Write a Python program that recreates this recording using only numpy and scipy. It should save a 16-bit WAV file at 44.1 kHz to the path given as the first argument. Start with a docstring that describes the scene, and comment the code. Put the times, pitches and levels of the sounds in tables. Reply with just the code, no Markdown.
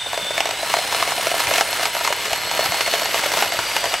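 """A cordless drill spins a dry corn cob against a steel blade, close by, over a half-full plastic tub.
From the start the motor whines and the blade crunches through the rows; kernels snap off, knock
into the tub and skitter over the heap. Near 0.5 s the motor speeds up, then the crunch grows louder.
From about 1.3 s the blade's pings stand out more. The whine climbs in small steps to the end,
over occasional dull bumps of the tub and a faint room rumble."""
import sys
import numpy as np
from scipy import signal
from scipy.fft import rfft, irfft
from scipy.io import wavfile

SR = 44100
rng = np.random.default_rng(int(sys.argv[2]) if len(sys.argv) > 2 else 0)


def int16_out(signal):
    """Quantize to a 16-bit WAV file."""
    q = np.round(np.clip(np.atleast_2d(signal).T, -1, 1) * 32767)
    wavfile.write(sys.argv[1], SR, q.astype(np.int16))


N = 176400
T = np.arange(N) / SR


def amp(db):
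    """Decibels to gain."""
    return 10 ** (np.asarray(db) / 20)


def unit(x):
    """Scale to rms 1."""
    return x / np.sqrt(np.mean(x ** 2) + 1e-20)


def curve(rows):
    """Interpolate (time_s, value) rows over the scene."""
    return np.interp(T, *np.transpose(rows))


def at_hz(spectrum, hz):
    """Read (freq_hz, level_db) rows on a log frequency axis."""
    freq_hz, level_db = np.transpose(spectrum)
    return np.interp(np.log(np.maximum(hz, 1)), np.log(freq_hz), level_db)


def colour(x, spectrum):
    """Minimum-phase filter with the given spectrum."""
    size = 2 * N
    cepstrum = irfft(np.log(amp(at_hz(spectrum, np.arange(N + 1) * SR / size))))
    cepstrum[1:N] *= 2
    cepstrum[N + 1:] = 0
    return irfft(rfft(x, size) * np.exp(rfft(cepstrum)))[:N]


def drift(rate_hz):
    """Smooth random wander, rms 1."""
    hop, settle = 20, 2000
    r = np.exp(-2 * np.pi * rate_hz * hop / SR)
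    slow = signal.lfilter([1], [1, -2 * r, r * r], rng.standard_normal(N // hop + settle + 2))[settle:]
    return np.interp(np.arange(N) / hop, np.arange(len(slow)), unit(slow))


def damped_sine(t, hz, t60_s):
    """One struck mode."""
    return np.sin(2 * np.pi * hz * t) * np.exp(-np.log(1000) * t / t60_s)


def ring(x, hz, t60_s):
    """Resonator: a unit click rings as a damped sine of height 1."""
    r, w = np.exp(-np.log(1000) / (t60_s * SR)), 2 * np.pi * hz / SR
    return signal.lfilter([0, np.sin(w)], [1, -2 * r * np.cos(w), r * r], x + 1e-18)


def resonance(x, hz, width_hz):
    """Band-pass, unity gain at the peak."""
    return signal.lfilter(*signal.iirpeak(hz, hz / width_hz, SR), x)


def grains(per_s, spread_db):
    """Random clicks of uneven size."""
    sizes = amp(spread_db * np.minimum(rng.exponential(1, N), 4))
    return (rng.random(N) < per_s / SR) * sizes * rng.choice([-1, 1], N)


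def hollow(x):
    """Band-limit a knock: the tub radiates little bass."""
    return signal.sosfilt(signal.butter(2, [377, 2500], "band", fs=SR, output="sos"), x)


def add(out, start_s, sound):
    """Mix a sound in at start_s."""
    i = int(np.clip(start_s * SR, 0, N - 1))
    out[i:i + len(sound)] += sound[:N - i]


def kernels():
    """Each kernel breaks off with a ringing, crumbling snap and knocks on the tub."""
    # start_s, snap_db, knock_db, knock_hz, snap_hz
    breaks = [(0.1314, -23.5, -19.5, 710, 1200.0), (0.143, -22, -22, 720, 3500.0),
              (0.1759, -23, -17.5, 636, 1200.0), (0.3065, -26, -18, 603, 1200.0),
              (0.3796, -16.5, -17.5, 663, 1940), (0.405, -14, -15.5, 780, 3030),
              (0.456, -17, -21.5, 685, 1500.0), (0.4717, -23, -39, 810, 2400.0),
              (0.49, -22.5, -21.5, 650, 2500.0), (0.5093, -19, -22.5, 730.0, 2900.0),
              (0.6304, -28, -17, 653, 1200.0), (0.7003, -20.5, -30, 690, 2600.0),
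              (0.7399, -14.5, -13, 700, 1200.0), (0.768, -18.5, -16, 716, 1200.0),
              (0.787, -19.5, -17.5, 700.0, 2600.0), (0.9246, -19.5, -17.5, 924, 1200.0),
              (0.9472, -17, -20, 720, 4200.0), (1.0256, -14, -14, 706, 1200.0),
              (1.0761, -23, -19, 690.0, 1200.0), (1.119, -19.5, -20.5, 740, 1200.0),
              (1.18, -23, -19, 710, 3000.0), (1.1955, -34, -20, 680, 1200.0),
              (1.2696, -14.5, -12, 630, 5000.0), (1.3159, -22, -15, 713, 1200.0),
              (1.3415, -27, -15, 670, 1200.0), (1.4033, -18.5, -20.5, 690, 4000.0),
              (1.4709, -19, -36, 910.0, 2300.0), (1.513, -25, -14, 614, 1200.0),
              (1.538, -14.5, -20, 800, 2790), (1.552, -28, -20, 680, 2700.0),
              (1.5823, -14.5, -16, 706, 2900.0), (1.6099, -9.5, -9, 775, 1200.0),
              (1.7291, -17, -19.5, 720, 4300.0), (1.7951, -21, -22, 700.0, 1200.0),
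              (1.8117, -22.5, -22, 700, 1200.0), (1.829, -26, -19.5, 730, 2500.0),
              (1.8551, -11.5, -32, 810, 1170), (1.9504, -19, -20, 643, 1200.0),
              (1.9665, -23, -23.5, 666, 1200.0), (2.009, -24, -21.5, 670.0, 1200.0),
              (2.0489, -15, -20, 840.0, 4700.0), (2.0758, -15, -17.5, 870, 1200.0),
              (2.1043, -30, -15.5, 580, 2800.0), (2.126, -14.5, -36, 880.0, 1330),
              (2.2565, -17.5, -44, 835, 2300.0), (2.3146, -26, -21, 650, 2600.0),
              (2.3312, -13.5, -15, 803, 3100.0), (2.513, -17.5, -22, 790, 1200.0),
              (2.5748, -24, -34, 630.0, 2000.0), (2.592, -18, -12, 620.0, 1200.0),
              (2.6282, -29, -20, 700, 4300.0), (2.6591, -16.5, -17, 790.0, 1200.0),
              (2.7205, -17.5, -18.5, 715, 4460), (2.7432, -18, -19.5, 794, 4300.0),
              (2.808, -12, -37, 646, 2480), (2.8622, -20, -26, 600.0, 2200.0),
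              (2.8772, -21, -20, 690, 1600.0), (2.9379, -14, -12, 687, 1200.0),
              (3.0186, -20.5, -16.5, 642, 1200.0), (3.057, -17, -18, 825, 4300.0),
              (3.1436, -17.5, -16, 690, 1200.0), (3.2378, -22, -20, 856, 1200.0),
              (3.2602, -19, -16, 580, 3300.0), (3.3379, -15.5, -20.5, 700, 1200.0),
              (3.3709, -20, -19, 650.0, 3000.0), (3.424, -12.5, -12.5, 810, 1490),
              (3.4605, -26, -21, 690.0, 2500.0), (3.522, -19, -19, 700, 3700.0),
              (3.545, -27, -19.5, 636, 3600.0), (3.59, -15.5, -20, 670, 1200.0),
              (3.714, -21, -49, 690, 2600.0), (3.765, -12, -45.5, 890, 2360),
              (3.832, -36, -25, 624, 2000.0), (3.841, -17.5, -17.5, 672, 1200.0),
              (3.8554, -19.5, -34, 704, 5000.0), (3.862, -31, -18, 637, 2200.0),
              (3.9335, -27, -25, 680, 2400.0), (3.94, -15, -16.5, 726, 1190)]
    # freq_hz, level_db
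    snap_spectrum = [(60, -21), (200, -28), (350, 1.5), (550, -4), (950, 7.5), (1400, 0.5), (2400, 4),
                     (3400, -2), (4600, -3.5), (7000, -8), (10000, -15), (13000, -18), (16000, -56)]
    # pitch_ratio, level_db, t60_s
    knock_modes = [(.68, -21, .018), (.91, 9, 0.038), (1.008, 20, 0.032), (1.4, -10, .014)]
    snap_trim_db, knock_trim_db, crumble_db, ring_db = -3, -4.5, -7.5, -1.5
    snap_s, crumble_s, knock_rise_s, blow_s = 0.0025, 0.0076, 0.0002, 0.0081
    t = T[:SR // 10]
    snaps, knocks = np.zeros(N), np.zeros(N)
    for start_s, snap_db, knock_db, knock_hz, snap_hz in breaks:
        noise = rng.standard_normal((3, len(t)))
        crumble = amp(crumble_db) * noise[1] * noise[2] * np.exp(-t / crumble_s)
        snap = noise[0] * np.exp(-t / snap_s) + crumble
        snap[0] = 5.3  # first fracture
        snap = unit(snap)
        snap += amp(ring_db) * resonance(snap, snap_hz, width_hz=490)
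        knock = sum(amp(db) * damped_sine(t, knock_hz * ratio, t60_s) for ratio, db, t60_s in knock_modes)
        knock *= 1 - np.exp(-t / knock_rise_s)
        add(snaps, start_s, amp(snap_trim_db + snap_db) * snap)
        add(knocks, start_s, amp(knock_trim_db + knock_db) * unit(knock))
    filter_rms = np.sqrt(np.mean(amp(at_hz(snap_spectrum, np.linspace(0, SR / 2, len(t)))) ** 2))
    blows = colour(snaps, snap_spectrum) / filter_rms + hollow(knocks)
    return blows * np.sqrt(blow_s / t[-1])  # levels as rms over blow_s


def scraping():
    """The blade crunches and pings, light kernels patter down; all follow the depth of the bite."""
    # time_s, bite_db
    bite_levels = [(0.01, -33.5), (0.07, -31.5), (0.15, -27.8), (0.26, -28), (0.4, -26.5), (0.57, -28),
                   (0.75, -22), (0.8, -24.5), (0.89, -24), (0.94, -21.5), (1.05, -23), (1.18, -26),
                   (1.27, -22), (1.36, -24), (1.4, -19.5), (1.45, -22.5), (1.59, -19.5), (1.64, -25),
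                   (1.85, -22.5), (1.91, -26.5), (2.06, -23.5), (2.15, -27), (2.33, -23.5), (2.37, -26),
                   (2.44, -27.0), (2.59, -21.5), (2.7, -24), (2.75, -21.5), (2.84, -25), (2.94, -21),
                   (3.05, -23.8), (3.16, -21.5), (3.22, -23.5), (3.37, -21), (3.42, -21), (3.5, -26.2),
                   (3.54, -24.2), (3.68, -25.5), (3.77, -23.6), (3.81, -25.5), (3.94, -24.5), (3.98, -28)]
    # freq_hz, level_db
    crunch_spectrum = [(60, -24.5), (220, -9), (450, -4.5), (900, -0.5), (1300, 1), (2500, 0), (4500, -4.5),
                       (7000, -9.5), (10000, -13.5), (13000, -14.5), (16000, -21)]
    # pitch_hz, level_db, t60_s
    blade_modes = [(11660, -5, .016), (11560, 1.5, 0.042), (11600, 0.5, 0.022), (11840, -4, 0.023)]
    # time_s, level_db
    ping_levels = [(0, -47), (.7, -52), (1.3, -44.5), (1.5, -43), (2.1, -40), (3, -42), (4, -44)]
    crunch_trim_db, stray_db, db_per_bite_db = -3, -36, 1.62
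    pings_per_s, strays_per_s, clump_db = 110, 70, 1.94  # rates at force 1
    bite_db = curve(bite_levels)
    force = amp(db_per_bite_db * (bite_db - bite_db.mean()))
    cracks = grains(per_s=2200, spread_db=2.5) * amp(clump_db * drift(69))
    crunch = amp(crunch_trim_db + bite_db.mean()) * force * unit(colour(cracks, crunch_spectrum))
    touches = grains(pings_per_s * force, spread_db=2)
    pings = sum(amp(db) * ring(touches * rng.uniform(-1, 1, N), hz, t60_s)
                for hz, db, t60_s in blade_modes)
    strays = sum(ring(grains(strays_per_s / 6 * force, spread_db=2), hz, t60_s=0.017)
                 for hz in np.geomspace(520, 780, 6))
    return crunch + amp(curve(ping_levels)) * unit(pings) + amp(stray_db) * hollow(unit(strays))


def drill():
    """The motor's speed sets the controller sidebands, gear tones and gearbox noise."""
    # time_s, turns_per_s
    motor_speeds = [(0, 136.3), (0.2, 134.1), (0.42, 135.5), (0.5, 139.7), (0.6, 152.9), (0.68, 157.8),
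                    (1.4, 156.9), (1.55, 158.7), (2.1, 159.1), (2.25, 161.6), (2.55, 164.2), (3.02, 166.3),
                    (3.15, 173.0), (3.48, 173.0), (3.62, 178.1), (3.8, 178.9), (4, 177.8)]
    speed_hz = curve(motor_speeds)
    motor_rad = 2 * np.pi * np.cumsum(speed_hz) / SR
    whistle = controller_whistle(motor_rad)
    wobble = 1 + 0.0042 * drift(45)
    gear_rad = 2 * np.pi * np.cumsum(speed_hz * wobble) / SR
    tones = whistle + gear_whine(gear_rad)
    return np.sqrt(2) * tones + gearbox(speed_hz, motor_rad, gear_rad)


def gear_whine(gear_rad):
    """Gear tones at multiples of the motor speed, fluttering in level and jittering in phase."""
    # time_s, level_db
    whine_levels = [(0, -30), (.1, -35.5), (.36, -30), (.55, -38.5), (.8, -35.5), (1.4, -42), (2.0, -42),
                    (2.3, -39), (2.55, -33), (2.8, -33), (3.06, -34.5), (3.14, -43), (3.52, -41),
                    (3.64, -37), (4, -37.5)]
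    # time_s, level_db
    mesh_levels = [(0, -49), (1, -44), (2, -56), (2.7, -46), (3.3, -45), (4, -45)]
    # cycles_per_turn
    minor_orders = [11, 22, 24, 44]
    # level_db
    minor_levels = [-45, -64, -52, -52.5]
    flutter_db, rasp_rad = 3.2, 0.49
    tones = [(26.32, curve(whine_levels)), (33, curve(mesh_levels)), *zip(minor_orders, minor_levels)]
    return sum(amp(db + flutter_db * drift(45)) * np.sin(order * gear_rad + rasp_rad * drift(150))
               for order, db in tones)


def gearbox(speed_hz, motor_rad, gear_rad):
    """Harmonic buzz and once-a-turn pulsing whirr through the casing, louder with speed."""
    # freq_hz, level_db
    spectrum = [(30, -32), (100, -4.5), (220, -18), (400, -12.5), (650, -2.5), (1200, -6.5), (2200, -2),
                (3500, -4), (5500, -10), (9000, -17.5), (13000, -27.5), (16000, -35)]
    # centre_hz, width_hz, gain_db
    casing_modes = [(958, 30, 5), (2093, 43, 1.5), (2924, 50, 5)]
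    buzz_db, whirr_db, db_per_doubling = -38, -30.5, 8.5
    buzz = np.zeros(N)
    for order in range(1, 48):
        gain = amp(at_hz(spectrum, order * speed_hz.mean())) * drift(18.4)
        buzz += gain * np.sin(order * gear_rad + rng.uniform(0, 2 * np.pi))
    whirr = colour(rng.standard_normal(N) * amp(1.2 * np.sin(motor_rad)), spectrum)
    inside = amp(buzz_db) * unit(buzz) + amp(whirr_db) * unit(whirr)
    casing = sum(amp(db) * resonance(inside, hz, width_hz) for hz, width_hz, db in casing_modes)
    return (inside + casing) * amp(db_per_doubling * np.log2(speed_hz / speed_hz.mean()))


def controller_whistle(motor_rad):
    """The speed controller's switching tone, with sidebands spaced at the pole-passing rate."""
    # offset_steps, gain_db
    sidebands = [(-1, -8), (1, 0.5), (2, -12)]
    # time_s, level_db
    sideband_levels = [(0, -47), (.38, -46), (.47, -62), (.6, -40.5), (1.1, -38.5), (1.6, -37.5),
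                       (2.03, -42.5), (2.15, -45), (2.45, -53), (2.8, -42), (3.2, -48), (3.5, -51),
                       (3.7, -40.5), (4, -48)]
    switch_hz, switch_db, poles_per_turn = 7984, -42, 8
    switch_rad = 2 * np.pi * switch_hz * T
    carrier = amp(switch_db + drift(24)) * np.sin(switch_rad)
    bands = sum(amp(db) * np.sin(switch_rad + step * poles_per_turn * motor_rad) for step, db in sidebands)
    return carrier + amp(curve(sideband_levels) + drift(21)) * bands


def tub_echoes(x):
    """Early reflections off the tub wall."""
    # delay_s, gain_db
    echoes = [(.0014, -17), (.0045, -15.5)]
    return sum(amp(db) * np.interp(T - delay_s, T, x, left=0) for delay_s, db in echoes)


def tub_bumps():
    """Soft low thuds of the tub, one damped mode each."""
    # start_s, level_db, pitch_hz
    thuds = [(0.226, -35, 187), (1.474, -28, 94), (2.321, -32, 83.4), (2.689, -30, 91), (3.351, -37, 60),
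             (1.06, -38, 70), (2.699, -33, 173), (3.586, -32, 113)]
    out = np.zeros(N)
    for start_s, level_db, pitch_hz in thuds:
        add(out, start_s, amp(level_db) * damped_sine(T[:SR // 2], pitch_hz, t60_s=0.089))
    return out


def diffuse(x, t60_s):
    """Scatter a sound into a decaying tail of equal energy."""
    t = T[:SR // 2]
    tail = rng.standard_normal(len(t)) * np.exp(-np.log(1000) * t / t60_s)
    return signal.fftconvolve(x, tail / np.linalg.norm(tail))[:N]


def room_rumble():
    """Faint, steady low noise of the room."""
    # freq_hz, level_db
    spectrum = [(20, -4), (42, 12), (70, -10.5), (160, 1), (260, -10.5), (600, -29), (3000, -66)]
    return amp(-55) * unit(colour(rng.standard_normal(N), spectrum))


def scene():
    """Drill and corn straight ahead; tub and room scatter the sound, most widely in the treble."""
    # freq_hz, gain_db
    side_spectrum = [(100, -29.5), (250, -20), (500, -35), (1000, -72), (2000, -37.5), (4000, -10.5),
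                     (8000, -9), (13000, -3.5)]
    blows = kernels()
    corn = blows + tub_echoes(blows) + scraping()
    steady = drill() + room_rumble()
    reverb = amp(-11) * diffuse(corn, t60_s=0.21)
    mid = corn + reverb + steady + tub_bumps()
    scattered = diffuse(corn * drift(133), t60_s=0.013) + diffuse(steady, t60_s=0.25)
    side = colour(scattered, side_spectrum)
    return np.array([mid + side, mid - side])


def record(dry):
    """High-pass, soft clip, steep low-pass."""
    low_hz, high_hz, ceiling = 36, 15750, 1.2
    dry = signal.sosfilt(signal.butter(2, low_hz, "high", fs=SR, output="sos"), dry)
    rounded = ceiling * np.tanh(dry / ceiling)
    return signal.sosfiltfilt(signal.ellip(10, .05, 60, high_hz, fs=SR, output="sos"), rounded)


dry = scene()
out = record(dry)
int16_out(out)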